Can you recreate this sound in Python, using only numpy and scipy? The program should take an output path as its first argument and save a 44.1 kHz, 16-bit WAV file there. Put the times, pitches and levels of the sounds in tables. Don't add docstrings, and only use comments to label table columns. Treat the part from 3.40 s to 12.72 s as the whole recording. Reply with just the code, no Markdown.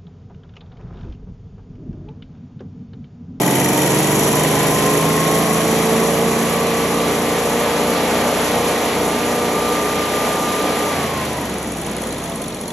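import sys
import numpy as np
from scipy import signal
from scipy.fft import rfft, irfft
from scipy.io import wavfile
from scipy.ndimage import uniform_filter1d

SR = 44100
rng = np.random.default_rng(int(sys.argv[2]) if len(sys.argv) > 2 else 0)


def generate_wav(signal):
    frames = np.transpose(np.atleast_2d(signal))
    scaled = np.clip(frames, -1, 1) * 32767
    pcm = np.round(scaled).astype(np.int16)
    wavfile.write(sys.argv[1], SR, pcm)


N = 411012
T = np.arange(N) / SR
HZ = np.fft.rfftfreq(N, 1 / SR)

BACK_AWAY_S = (1.0, 4.57)
START_HZ, GOVERNED_HZ, RUN_UP_S = 21.3, 30.137, 1.776
OFF_S, COAST_S = 7.472, 2.49
FIRING_DIES_S, SETTLE_S = .11, .86


def engine_speed():
    run_s = np.minimum(T, OFF_S)
    hunt = .15 * np.exp(-run_s / 3) * np.sin(2 * np.pi * run_s / 2.5)
    running = GOVERNED_HZ - (GOVERNED_HZ - START_HZ) * np.exp(-run_s / RUN_UP_S) + hunt
    return running * np.exp(-(T - run_s) / COAST_S)


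# (cycle multiple, near [dB], far [dB], coasting [dB])
DRONE_PARTIALS = [(2, -42, -40, -45), (3, -40, -39, -31.5), (4, -39, -40, -48), (5, -31, -43, -34),
                  (6, -29, -41, -42), (7, -42, -43, -48), (8, -31, -31, -39), (9, -40, -34, -45),
                  (10, -38, -35.5, -39), (11, -29, -44, -44), (12, -44, -36, -43), (13, -29.5, -45, -41),
                  (14, -33, -31, -51), (15, -39, -41, -48), (16, -28, -31, -37), (17, -40, -41, -52),
                  (18, -36, -38, -47), (19, -38, -40, -49), (20, -38, -36.5, -43), (22, -48, -42, -51),
                  (24, -38, -38, -41), (25, -45, -41, -52), (26, -42, -43, -56), (28, -42, -44, -48),
                  (30, -48, -39, -47), (32, -39, -46, -41), (36, -47, -45, -60), (38, -48, -47, -50)]
WHINE_PARTIALS = [(44, -50, -48, -54), (64, -50, -51, -52), (72, -48, -47, -54), (80, -46.5, -53, -56)]


def engine_drone(cycle, cycle_hz):
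    slowing = np.exp(-1.5 * np.maximum(T - OFF_S, 0) / COAST_S)
    drone = 0
    for k, *levels_db in DRONE_PARTIALS + WHINE_PARTIALS:
        waver_db = min(.05 * k, .4 + .025 * k) * walk(3) + min(.07 * k, 1.2) * walk(18)
        level = state_gain(levels_db, FIRING_DIES_S) * slowing * box_gain(k * cycle_hz) * undb(waver_db)
        if k * START_HZ < 120:
            level *= undb(-16 * np.clip(1 - T / .5, 0, 1))
        phase = 2 * np.pi * (k * cycle + rng.random()) + min(.025 * k, .45) * walk(5)
        drone += np.sqrt(2) * level * np.sin(phase)
    aside_db = np.interp(T, [5.8, 6.8, OFF_S, OFF_S + FIRING_DIES_S], [0, -1.8, -1.8, 0])
    return drone * undb(aside_db)


# (frequency [Hz], gain [dB])
BOX_RESONANCES = [(40, -13), (55, -4), (70, -3), (115, -4), (150, 4), (171, 8), (180, 3), (210, -1),
                  (225, 6), (260, -10), (290, 6), (345, -3), (372, -8), (420, 2), (445, 6.5), (470, 4),
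                  (482, -1), (520, -1), (710, 3), (800, -2), (900, 2), (1060, 7), (1110, -1), (1187, -3),
                  (1200, 5), (1230, 0)]


def box_gain(tone_hz):
    box_hz, box_db = np.transpose(BOX_RESONANCES)
    colour_db = np.interp(np.log(tone_hz), np.log(box_hz), box_db, right=0)
    coasting = np.clip((T - OFF_S) / SETTLE_S, 0, 1)
    chug_db = 5 * np.exp(-((tone_hz - 218) / 30) ** 2) * coasting
    return undb(colour_db + chug_db)


# (time [s], level [dB])
AIR_RIDE = [(0, -23.5), (.4, -21.5), (2.8, -22), (3.5, -22.5), (5.1, -20), (5.8, -22.5), (6.6, -22),
            (7.45, -22), (8.3, -28.5), (8.8, -28.5), (9.32, -32)]
# (frequency [Hz], level [dB])
ROAR_EQ = [(45, -24), (90, -12.5), (140, -20), (200, -1.5), (300, -5.5), (480, -0.5), (700, -3), (1000, -6),
           (1250, -9.5), (1500, -55)]


def box_roar(cycle, cycle_hz):
    flicker_db = .4 * walk(9)
    boom = shape(rng.standard_normal((2, N)), resonance(hz=223.5, width_hz=171))
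    rush = shape(knocking_noise(cycle, cycle_hz, share=.15), eq_curve(ROAR_EQ))
    rush_level = state_gain((.5, -.5, -.5)) * undb(ride(AIR_RIDE) + flicker_db)
    return rush_level * rush + state_gain((-25, -33.5, -30.5)) * boom


def knocking_noise(cycle, cycle_hz, share):
    steps, turn_likeness, cycle_likeness = 512, .5, .65
    fresh = rng.standard_normal((2, int(cycle[-1]) + 2, steps))
    other_turn = np.roll(fresh, steps // 2, axis=2)
    pattern = (fresh + turn_likeness * other_turn) / np.hypot(1, turn_likeness)
    pattern = signal.lfilter([np.sqrt(1 - cycle_likeness ** 2)], [1, -cycle_likeness], pattern, axis=1)
    knock = np.array([np.interp(cycle * steps, np.arange(row.size), row.ravel()) for row in pattern])
    knock *= np.sqrt(steps * cycle_hz / SR)
    return np.sqrt(share) * knock + np.sqrt(1 - share) * rng.standard_normal((2, N))


# (time [s], level [dB])
FAN_RIDE = [(0, -33), (.3, -29.5), (.8, -32), (1.2, -27.5), (1.9, -26.5), (2.3, -32), (2.8, -36),
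            (3.1, -31.5), (3.9, -33), (5.2, -36.5), (5.9, -32), (6.3, -27.5), (7.45, -28), (7.6, -33),
            (7.8, -31), (7.9, -36), (8.0, -34), (8.1, -46), (8.3, -43), (8.8, -48), (8.87, -36),
            (8.94, -37), (9.0, -46), (9.25, -42), (9.32, -44)]


def flywheel_fan(cycle):
    level = undb(ride(FAN_RIDE) + 1.1 * walk(20))
    return np.sqrt(2) * level * np.sin(2 * np.pi * 40 * cycle + .6 * walk(9))


VALVE_SEATS = [.325, .67, .98]
# (frequency [Hz], width [Hz], blow 1 [dB], blow 2 [dB], blow 3 [dB],
# loose rattle [gain], near [dB], far [dB], coasting [dB])
HEAD_RINGS = [(1950, 130, -2, 6, -4, .2, -35, -41.5, -50), (2303, 150, -2, 0, -2, .2, -38, -45, -59),
              (3130, 140, 8, 2, -6, .1, -39, -52, -49), (3380, 170, 1, 7, -3, .07, -53, -53, -44.5),
              (3850, 160, -3, 0, 4, .1, -48, -55, -47), (4274, 74, 2, -4, 1, .05, -50, -53, -44),
              (5680, 130, 3, 0, 1, .1, -39, -51, -50), (6600, 330, 5, 2, 11, .1, -47, -50, -43.5),
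              (7080, 650, 18, 17, 3, .05, -33.5, -67, -44.5), (8500, 230, -3, 2, -8, .1, -49, -62, -40),
              (9000, 30, 0, -3, -8, .8, -50, -74, -60), (10390, 390, 7, -6, -10, .05, -36, -45, -40),
              (10640, 220, 0, -10, -12, .03, -42, -60, -38.5),
              (11180, 400, 3, 4, -8, .35, -29.5, -42.5, -60), (12180, 300, 10, 4, -6, .12, -39.5, -64, -65)]


def valve_ticks(cycle, cycle_hz):
    tick_s, sameness = .0035, .62
    clatter = undb(3 * np.clip(1 - T / .9, 0, 1))
    rattle, blows = rng.standard_normal(N), []
    for seat in VALVE_SEATS:
        count = cycle - seat + 1
        since_s = (count % 1) / cycle_hz
        repeating = rng.standard_normal((2, SR // 10))[:, (since_s * SR).astype(int)]
        strength = clatter * undb(1.2 * rng.standard_normal(400))[count.astype(int)]
        grain = sameness * repeating + (1 - sameness) * rattle
        blows.append(strength * np.exp(-since_s / tick_s) * grain)
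    ticks = 0
    for hz, width_hz, *voicing in HEAD_RINGS:
        blow_db, looseness, levels_db = voicing[:3], voicing[3], voicing[4:]
        force = np.tensordot(undb(blow_db), blows, 1) + looseness * rattle
        level = state_gain(levels_db, glide_s=.375, wait_s=.75) if hz < 5000 else state_gain(levels_db)
        ticks += level * undb(.8 * walk(15)) * shape(force, resonance(hz, width_hz))
    return ticks


# (frequency [Hz], level [dB])
HISS_EQ = [(1200, 2), (1700, 0.5), (2300, 1.5), (2800, -1), (3200, -1), (3800, -3), (5100, -5.5),
           (5600, -13), (6200, -27)]
SIZZLE_EQ = [(4800, -22), (5500, -3), (6300, -3), (7000, -2), (8300, -3), (9000, -2), (9700, -2),
             (10800, 1), (11500, -2), (11950, -8), (12800, -13), (13500, -17), (14200, -27), (14900, -36)]


def cowl_hiss(cycle, cycle_hz):
    air_db = ride(AIR_RIDE)
    depth_db = np.interp(T, [*BACK_AWAY_S, OFF_S, OFF_S + SETTLE_S], [1.5, 1, 1, 2])
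    throb_db = depth_db * np.cos(2 * np.pi * (cycle - .45))
    hiss_level = state_gain((-5, -4.5, -6)) * undb(air_db + .5 * walk(20))
    hiss = shape(knocking_noise(cycle, cycle_hz, share=.35), eq_curve(HISS_EQ))
    sizzle_level = state_gain((-3, -6.5, -8)) * undb(air_db + throb_db + .6 * walk(30))
    sizzle = shape(rng.standard_normal((2, N)), eq_curve(SIZZLE_EQ))
    return hiss_level * hiss + sizzle_level * sizzle


def undb(db):
    return 10 ** (np.asarray(db) / 20)


def ride(table):
    return np.interp(T, *np.transpose(table))


def state_gain(db, glide_s=SETTLE_S, wait_s=0):
    near, far, coasting = db
    times = [*BACK_AWAY_S, OFF_S + wait_s, OFF_S + wait_s + glide_s]
    return undb(np.interp(T, times, [near, far, far, coasting]))


def walk(rate):
    hold = int(SR / rate)
    levels = np.repeat(rng.standard_normal(N // hold + 1), hold)
    return 1.79 * uniform_filter1d(uniform_filter1d(levels, hold), hold)[:N]


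def eq_curve(table):
    hz, db = np.transpose(table)
    return undb(np.interp(np.log(HZ + 1), np.log(hz), db, left=-90, right=-90))


def resonance(hz, width_hz):
    return (1 + .64j * (HZ / hz - hz / (HZ + 1)) * hz / width_hz) ** -2


def shape(sound, gain):
    filtered = irfft(rfft(sound) * gain, N)
    return filtered / np.sqrt(np.mean(filtered ** 2))


# (frequency [Hz], likeness [0-1])
STEREO_LIKENESS = [(170, .998), (300, .955), (860, .95), (1250, .99), (1750, .993), (2000, .85),
                   (2400, .52), (2900, .37), (4000, .55), (4500, .2), (5000, .6), (5500, .76), (5800, .999),
                   (6300, .999), (6600, .8), (8100, .76), (8450, .999), (9700, .999), (10000, .85),
                   (11700, .83), (11950, .98)]


def spread(streams, width_db):
    alike = np.interp(HZ, *np.transpose(STEREO_LIKENESS))
    mid, side = irfft(rfft(streams) * np.sqrt([(1 + alike) / 2, (1 - alike) / 2]), N)
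    side *= state_gain(width_db)
    return np.array([mid + side, mid - side])


def scene():
    cycle_hz = engine_speed()
    wander = .005 * walk(2.5)
    cycle = np.maximum(np.cumsum(cycle_hz) / SR + wander, 0)
    body = spread(box_roar(cycle, cycle_hz), width_db=(3, -1, -5)) + engine_drone(cycle, cycle_hz)
    pan_db = np.interp(T, (2.8, 4.4, 6.5), (-1.55, .25, -.3))
    body *= undb(np.array([pan_db, -pan_db]) / 2)
    fan = flywheel_fan(cycle)
    treble = cowl_hiss(cycle, cycle_hz) + valve_ticks(cycle, cycle_hz)
    return body + fan + spread(treble, width_db=(3, -1, .5))


# (frequency [Hz], left minus right phase [rad])
STEREO_PHASE = [(0, 0), (1900, .1), (4300, .4), (4900, -2.3), (5500, -.6), (5800, 0), (6300, 0),
                (8450, np.pi), (9700, np.pi), (10200, 3.9), (11900, 5.9), (12000, 2 * np.pi)]
# (frequency [Hz], gain [dB])
HAND_SHADOW = [(3600, 0), (4500, -2), (5000, -4), (5500, -.5), (5800, 0)]


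def record(dry):
    phase = np.interp(HZ, *np.transpose(STEREO_PHASE))
    spectra = rfft(dry) * np.exp(.5j * np.outer([1, -1], phase))
    spectra[0] *= undb(np.interp(HZ, *np.transpose(HAND_SHADOW)))
    high_cut = signal.ellip(10, .2, 70, 15700, fs=SR, output="sos")
    return signal.sosfilt(high_cut, irfft(spectra, N))


dry = scene()
out = record(dry)
generate_wav(out)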